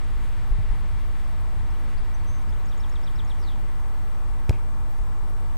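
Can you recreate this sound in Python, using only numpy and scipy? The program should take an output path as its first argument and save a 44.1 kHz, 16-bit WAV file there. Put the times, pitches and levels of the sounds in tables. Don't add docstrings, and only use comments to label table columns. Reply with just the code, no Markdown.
import sys
import numpy as np
from scipy import signal
from scipy.fft import rfft, irfft, next_fast_len
from scipy.io import wavfile
from scipy.ndimage import uniform_filter1d, map_coordinates

SR = 44100
rng = np.random.default_rng(int(sys.argv[2]) if len(sys.argv) > 2 else 0)


def nominal_scale(level):
    x = np.asarray(level, float) / 20
    return 10 ** x


def generate_wav(sig):
    pcm = np.round(np.clip(np.atleast_2d(sig).T, -1, 1) * 32767).astype(np.int16)
    wavfile.write(sys.argv[1], SR, pcm)


N = 245637


def unit(x):
    return x / np.sqrt(np.mean(x ** 2) + 1e-20)


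def curves(rows):
    s, *cols = np.transpose(rows)
    return [np.interp(np.arange(N) / SR, s, c) for c in cols]


def wobble(rate):
    points = rng.standard_normal(int(N * rate / SR) + 4)
    return map_coordinates(points, [np.arange(N) * rate / SR])


def swells(rows, length):
    out = np.zeros((len(rows[0]) - 1, N))
    for s, *lifts in rows:
        for track, db in zip(out, lifts):
            add(track, s - length / 2, db * np.hanning(round(length * SR)))
    return out


def rush(spectrum, patchy_db):
    z = signal.stft(rng.standard_normal(N), nperseg=512)[2]
    field = uniform_filter1d(rng.standard_normal(z.shape), size=5, axis=0)
    field = uniform_filter1d(field, size=12, axis=1)
    x = signal.istft(z * nominal_scale(patchy_db * unit(field)), nperseg=512)[1][:N]
    m = next_fast_len(N + 8192)
    hz, db = np.transpose(spectrum)
    log_hz = np.log(np.fft.rfftfreq(m, 1 / SR) + 1)
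    gain = nominal_scale(np.interp(log_hz, np.log(hz + 1), db, -120, -120))
    return unit(irfft(rfft(x, m) * gain, m)[:N])


def steadied(x, span):
    swell = np.abs(uniform_filter1d(x ** 2, size=round(span * SR))) + 0.062
    return unit(x / swell ** 0.41)


def add(track, s, sound):
    part = track[round(s * SR):][:len(sound)]
    part += sound[:len(part)]


def ring(hz, db, t60, attack):
    t = np.arange(SR // 4) / SR
    return nominal_scale(db - 60 * t / t60) * (1 - np.exp(-t / attack)) * np.sin(2 * np.pi * hz * t)


def wind():
    # (time [s], strength [dB])
    strength = [(0.0, -34.5), (0.12, -35), (0.65, -30), (0.9, -33.5), (1.36, -37), (1.97, -36), (2.53, -35),
                (2.95, -39.5), (3.18, -35), (4.11, -38), (4.36, -38), (5.01, -39), (5.14, -35.5),
                (5.57, -41)]
    # (time [s], lift of the buffet [dB], lift of flutter and flap [dB])
    puffs = [(.146, 6.5, 0.5), (.254, 7, -5), (.4, -5, 3.5), (.93, 3.5, 3.5), (1.08, 5.5, 4.5),
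             (1.42, -4, 8), (1.6, 7.5, 7.5), (1.74, 6, 2), (1.88, -1, -3), (2.66, -4.5, -5.5),
             (.8, -1, -0.5), (2.03, 3.5, 2), (2.2, 1, 3.5), (2.51, 7, 4), (2.8, 1.5, 3.5),
             (2.96, 4.5, -0.5), (3.22, -3, 5), (3.4, -4.5, 1), (3.62, 2.5, 1.5), (3.8, 3.5, 1),
             (4.3, 6, 1.5), (4.65, 3, -2.5), (4.8, 3.5, 1), (2.32, 1.5, 7), (5.0, 12.5, 1), (5.23, 6, -1),
             (5.36, 8.5, -2), (5.5, 4, 5)]
    # (pitch [Hz], level [dB per Hz])
    buffet_colour = [(2, -26), (5, -30), (21, 7), (37, 0.5), (50, -3), (70, -26), (120, -60)]
    flutter_colour = [(25, -41), (45, -24.5), (55, 9), (75, -3.5), (105, -10.5), (140, -25.5), (250, -70)]
    flap_colour = [(60, -42), (100, -1), (120, 1), (160, -3), (230, -10.5), (350, -18.5), (700, -44)]
    # (time [s], pitch [Hz], peak [dB], time to fall 60 dB [s], push +1 or pull -1)
    eddies = [
        (.485, 24, -18, .07, 1),
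        (.509, 30, -7, .22, -1),
        (.586, 105, -15, .06, 1),
        (.605, 60, -15, .05, 1),
        (.63, 17, -16, .15, -1),
        (.696, 30, -12.5, .18, -1),
        (1.574, 62, -18, .07, -1),
        (1.6, 75, -20, .05, -1),
        (1.945, 15, -19, .5, -1),
        (2.022, 27, -19, .12, -1),
    ]
    strength_db, = curves(strength)
    mean_db = strength_db.mean()
    gust_db = strength_db - mean_db
    deep_db, quick_db = swells(puffs, length=0.15)
    lumps = wobble(25)

    buffet = steadied(rush(buffet_colour, patchy_db=-3.0), span=0.085)
    out = nominal_scale(gust_db + deep_db - 1.0) * buffet
    flutter = unit(nominal_scale(1.56 * lumps) * steadied(rush(flutter_colour, patchy_db=0.2), span=0.079))
    out += nominal_scale(-4.5 + 0.52 * gust_db + quick_db) * flutter
    flap = unit(nominal_scale(2.4 * lumps) * steadied(rush(flap_colour, patchy_db=1.0), span=0.038))
    out += nominal_scale(-14.5 + 0.78 * gust_db + 0.38 * quick_db) * flap
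    out *= nominal_scale(mean_db)
    for s, hz, db, t60, sign in eddies:
        add(out, s, sign * ring(hz, db, t60, attack=0.22 / hz))
    return out


def field():
    # (time [s], strength [dB])
    breeze = [(0.0, -53.5), (0.84, -54), (1.38, -55.5), (1.95, -54.5), (2.6, -56), (3.16, -55.5),
              (3.65, -56.5), (4.42, -57.5), (4.67, -59), (5.57, -58.5)]
    # (time [s], lift [dB])
    rustles = [
        (.25, 6.5),
        (.5, -7),
        (.74, 7),
        (1.0, 4),
        (1.19, 7.5),
        (1.6, 3),
        (1.92, 6),
        (3.33, 5),
        (4.9, -2),
    ]
    # (pitch [Hz], level [dB per Hz])
    road_colour = [(120, -9), (220, -2.5), (300, -4), (400, -6), (600, -7.5), (950, -3), (1200, -5.5),
                   (1500, -12.5), (2200, -25), (4000, -43)]
    leaf_colour = [(900, -41), (1500, -1), (2000, 1), (2800, -6.5), (3600, -8.5), (4800, -14.5),
                   (7000, -28.5), (11000, -43)]
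    treetop_colour = [(3000, -26), (4500, -21), (7000, 4), (10000, 1), (13000, -10), (15000, -24)]
    breeze_db, = curves(breeze)
    breeze_db = breeze_db - breeze_db.mean()
    shake_db, = swells(rustles, length=0.14)

    road = nominal_scale(-48.5 + 0.21 * wobble(1.6)) * rush(road_colour, patchy_db=0.67)
    leaves_db = -57 + 1.4 * breeze_db + 0.28 * shake_db + 0.39 * wobble(6.03)
    leaves = nominal_scale(leaves_db) * rush(leaf_colour, patchy_db=-0.2)
    tops_db = -80 + 1.4 * breeze_db + 1.55 * shake_db + 1.8 * wobble(3.9)
    return road + leaves + nominal_scale(tops_db) * rush(treetop_colour, patchy_db=0.5)


def camera():
    # (pitch [Hz], rms level [dB])
    clocks = [(7493, -89), (7867, -74), (9000, -88), (10000, -92), (12000, -89)]
    # (time into the cycle [s], length [s], level [dB])
    writes = [
        (0.074, .028, -74),
        (.283, .022, -69),
        (.377, 0.03, -70),
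        (.485, .025, -73),
    ]
    # (pitch [Hz], level [dB per Hz])
    circuit_colour = [(300, 3.5), (2000, -2.5), (5000, 0.5), (7000, 1.5), (9000, -0.5), (12500, -0.5),
                      (13500, 3), (15100, -0.5), (15300, -60)]
    pictures_per_s = 30000 / 1001
    t = np.arange(N) / SR
    frame = t * pictures_per_s % 1

    short, long = np.abs(frame - .29) < .1, np.abs(frame - .78) < .15
    gate = uniform_filter1d(0.37 * short + long, size=60)
    flip = np.sign(np.sin(np.pi * (t * pictures_per_s - .03)))
    whine = nominal_scale(-70) * gate * flip * np.sin(2 * np.pi * 15000 * t)

    lines = sum(np.sqrt(2) * nominal_scale(db + 0.6 * wobble(30)) * np.sin(2 * np.pi * hz * t) for hz, db in clocks)

    since = (frame - .36) % 1 / pictures_per_s
    tick_colour = [(6000, -24), (8500, -14), (9300, 13), (10500, -14), (14000, -15), (15000, -35)]
    ticks = nominal_scale(-60.5 - 60 * since / 0.0092) * rush(tick_colour, patchy_db=1.0)

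    busy = np.zeros(N)
    for start in np.arange(0, N / SR, 15 / pictures_per_s):
        for s, length, db in writes:
            level = nominal_scale(db + 1.5 * rng.standard_normal())
            add(busy, start + s, level * np.hanning(round(1.5 * length * SR)) ** 0.34)
    spurt_colour = [(7500, -27), (9200, 1), (10000, -12), (11000, 4), (12500, -16)]
    spurts = busy * rush(spurt_colour, patchy_db=3.3)

    shared = nominal_scale(-64) * rush(circuit_colour, patchy_db=1.4)
    own = np.array([rush(circuit_colour, patchy_db=2.5), rush(circuit_colour, patchy_db=2.5)])
    return whine + lines + ticks + spurts + shared + nominal_scale(-71.0) * own


def scatter(x, t60):
    t = np.arange(SR // 3) / SR
    tail = rng.standard_normal(len(t)) * nominal_scale(-60 * t / t60)
    return signal.fftconvolve(x, tail / np.linalg.norm(tail))[:N]


def whistle(length, middle_hz, glide, bow_hz, db):
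    u = np.linspace(-.5, .5, round(length * SR))
    turns = np.cumsum(middle_hz + glide * length * u - 4 * bow_hz * u ** 2) / SR
    return nominal_scale(db) * np.abs(np.cos(np.pi * u)) ** 0.75 * np.sin(2 * np.pi * turns)


def trill():
    top_hz, rest_hz, sink_s = 6150, 1700, .12
    swell_s, hold_s, fade_db_per_s = .075, .045, 550
    t = np.arange(N) / SR - 3.4
    height = (top_hz - rest_hz) * np.exp(-np.maximum(t, 0) / sink_s)
    warble = 2 * np.pi * (77 * t + 400 * np.clip(t, 0, 1) ** 3) + .25 * wobble(45)
    rise_db = 13 * np.minimum(t / swell_s - 1, 0) + fade_db_per_s * np.minimum(t, 0)
    fall_db = fade_db_per_s * np.minimum(swell_s + hold_s - t, 0)
    throb = 1 + 0.65 * np.cos(warble - .6)
    level = nominal_scale(-50.5 + rise_db + fall_db + 2.2 * wobble(70)) * throb
    pitch_hz = rest_hz + height * (1 - .12 * np.cos(warble))
    return level * np.sin(2 * np.pi * np.cumsum(pitch_hz) / SR)


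def bird():
    # (time [s], length [s], start pitch [Hz], end pitch [Hz], peak [dB])
    opening = [(1.698, .016, 5100, 5300, -63), (1.972, .02, 4150, 5260, -53.5),
               (2.139, 0.02, 5950, 6150, -51.5), (2.205, .015, 4100, 4800, -61),
               (2.262, 0.06, 5950, 6360, -54), (2.297, .107, 6300, 6160, -58.5),
               (2.4, .04, 6240, 6240, -67), (2.488, .016, 4660, 5430, -57.5), (2.52, .015, 2870, 3930, -53),
               (2.555, .013, 2700, 3180, -58), (2.59, .03, 3750, 4280, -60), (3.287, .03, 5600, 5450, -65)]
    # (time [s], length [s], middle pitch [Hz], peak [dB])
    flicks = [(2.655, .01, 6700, -53), (2.774, .011, 6900, -53.5), (2.891, .011, 6830, -52.5),
              (3.012, .007, 7000, -62), (3.246, .008, 6750, -55)]
    rises = [(2.68, 0.022, 5580, -54.5), (2.798, .018, 5400, -51.5), (2.919, .016, 5400, -54),
             (3.03, 0.022, 5280, -52), (3.151, 0.0216, 5320, -54), (3.273, .013, 5450, -54)]
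    falls = [(2.714, 0.022, 3500, -49), (2.831, .024, 3440, -49), (2.951, 0.023, 3500, -46),
             (3.065, .027, 3460, -45.5), (3.185, .026, 3510, -43), (3.299, 0.025, 3480, -44)]
    # (glide [Hz per s], bow [Hz])
    glides = [
        (-118000, -280),
        (44996, 62),
        (-47000, -23),
    ]
    arch_hz = 30
    out = trill()
    for s, length, start_hz, end_hz, db in opening:
        middle_hz = (start_hz + end_hz) / 2 + arch_hz
        add(out, s, whistle(length, middle_hz, (end_hz - start_hz) / length, arch_hz, db))
    for notes, (glide, bow_hz) in zip((flicks, rises, falls), glides):
        for s, length, hz, db in notes:
            add(out, s, whistle(length, hz, glide, bow_hz, db))
    out *= nominal_scale(0.37 * wobble(90))
    return out + nominal_scale(-11.5) * scatter(out, t60=.4)


def kick():
    # (pitch [Hz], level [dB per Hz])
    slap_colour = [(500, -37), (1500, 4), (2500, 7), (4500, -6), (6000, -10), (8000, 2), (11000, -6),
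                   (15000, -16), (16500, -42)]
    scuff_colour = [(300, -20), (700, 0), (1500, 1), (3000, -4), (6000, -9), (10000, -12), (13000, -18),
                    (14500, -40)]
    # (pitch [Hz], level [dB], time to fall 60 dB [s])
    panels = [(890, -27, 0.021), (1430, -34, 0.01), (2040, -21, 0.0031), (2700, -27.5, 0.0066),
              (3280, -29, 0.0098), (4100, -35.5, 0.013), (4940, -28, 0.009), (5400, -27.5, 0.0092),
              (7000, -25.5, 0.0051), (8350, -33, 0.011), (9870, -35, 0.0042), (11440, -29, 0.0045),
              (13800, -36, .006)]
    touch = 4.4937
    out = np.zeros(N)
    t = np.arange(round(.0152 * SR)) / SR
    swing = np.sin(2 * np.pi * 84 * (t - .0039))
    squash = np.where(swing > 0, swing, 0.67 * np.tanh(1.56 * swing))
    edges = np.clip(t / .001, 0, 1) * np.clip((t[-1] - t) / .001, 0, 1)
    add(out, touch, nominal_scale(-9.0) * squash * edges)
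    add(out, touch + 0.00016, -ring(360, -23.5, 0.02, attack=0.00023))
    add(out, touch + .0149, ring(680, -19, .008, attack=.0003))

    after = np.maximum(np.arange(N) / SR - touch, 0)
    burst = nominal_scale(-33 - 60 * after / .016) * (1 - np.exp(-after / .0005))
    slap = burst * rush(slap_colour, patchy_db=3.0)
    for hz, db, t60 in panels:
        add(slap, touch + 1.3 / hz, ring(hz, db, t60, attack=0.0004))

    drag = nominal_scale(-44.5 - 60 * after / 0.1) * (1 - np.exp(-after / 0.0015))
    scuff = drag * rush(scuff_colour, patchy_db=0.0)

    dull = signal.butter(2, [130, 2800], "bandpass", fs=SR)
    far = signal.lfilter(*dull, slap + 0.48 * out)
    echo = np.pad(scatter(far, t60=.26), (round(.032 * SR), 0))[:N]
    return out + slap + scuff + nominal_scale(-7) * echo


def scene():
    return wind() + field() + camera() + bird() + kick()


def drop_faint_treble(x):
    # (pitch [Hz], level [dB])
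    weakest = [(7000, -125), (9500, -103), (11000, -93.5), (12500, -94.5), (13600, -82.5), (14600, -89),
               (14800, -110)]
    hz, t, z = signal.stft(x, SR, window="cosine", nperseg=1024)
    band = (hz / 650).astype(int)
    jumps_db = 2.3 * rng.standard_normal(len(t))
    jumps_db = jumps_db + 1.5 * rng.standard_normal((band[-1] + 1, len(t)))[band]
    least = nominal_scale(np.interp(hz, *np.transpose(weakest), -200, -200)[:, None] + jumps_db)
    kept = z * (hz < 15150)[:, None] / (1 + (least / (np.abs(z) + 1e-12)) ** 8)
    return signal.istft(kept, SR, window="cosine", nperseg=1024)[1][:, :N]


def band_limit(x):
    return signal.sosfilt(signal.butter(12, 16490, fs=SR, output="sos"), x)


def record(dry):
    offset = [
        [-.0816],
        [.0774],
    ]
    mix = drop_faint_treble(dry) + np.array(offset)
    return band_limit(mix)


dry = scene()
out = record(dry)
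generate_wav(out)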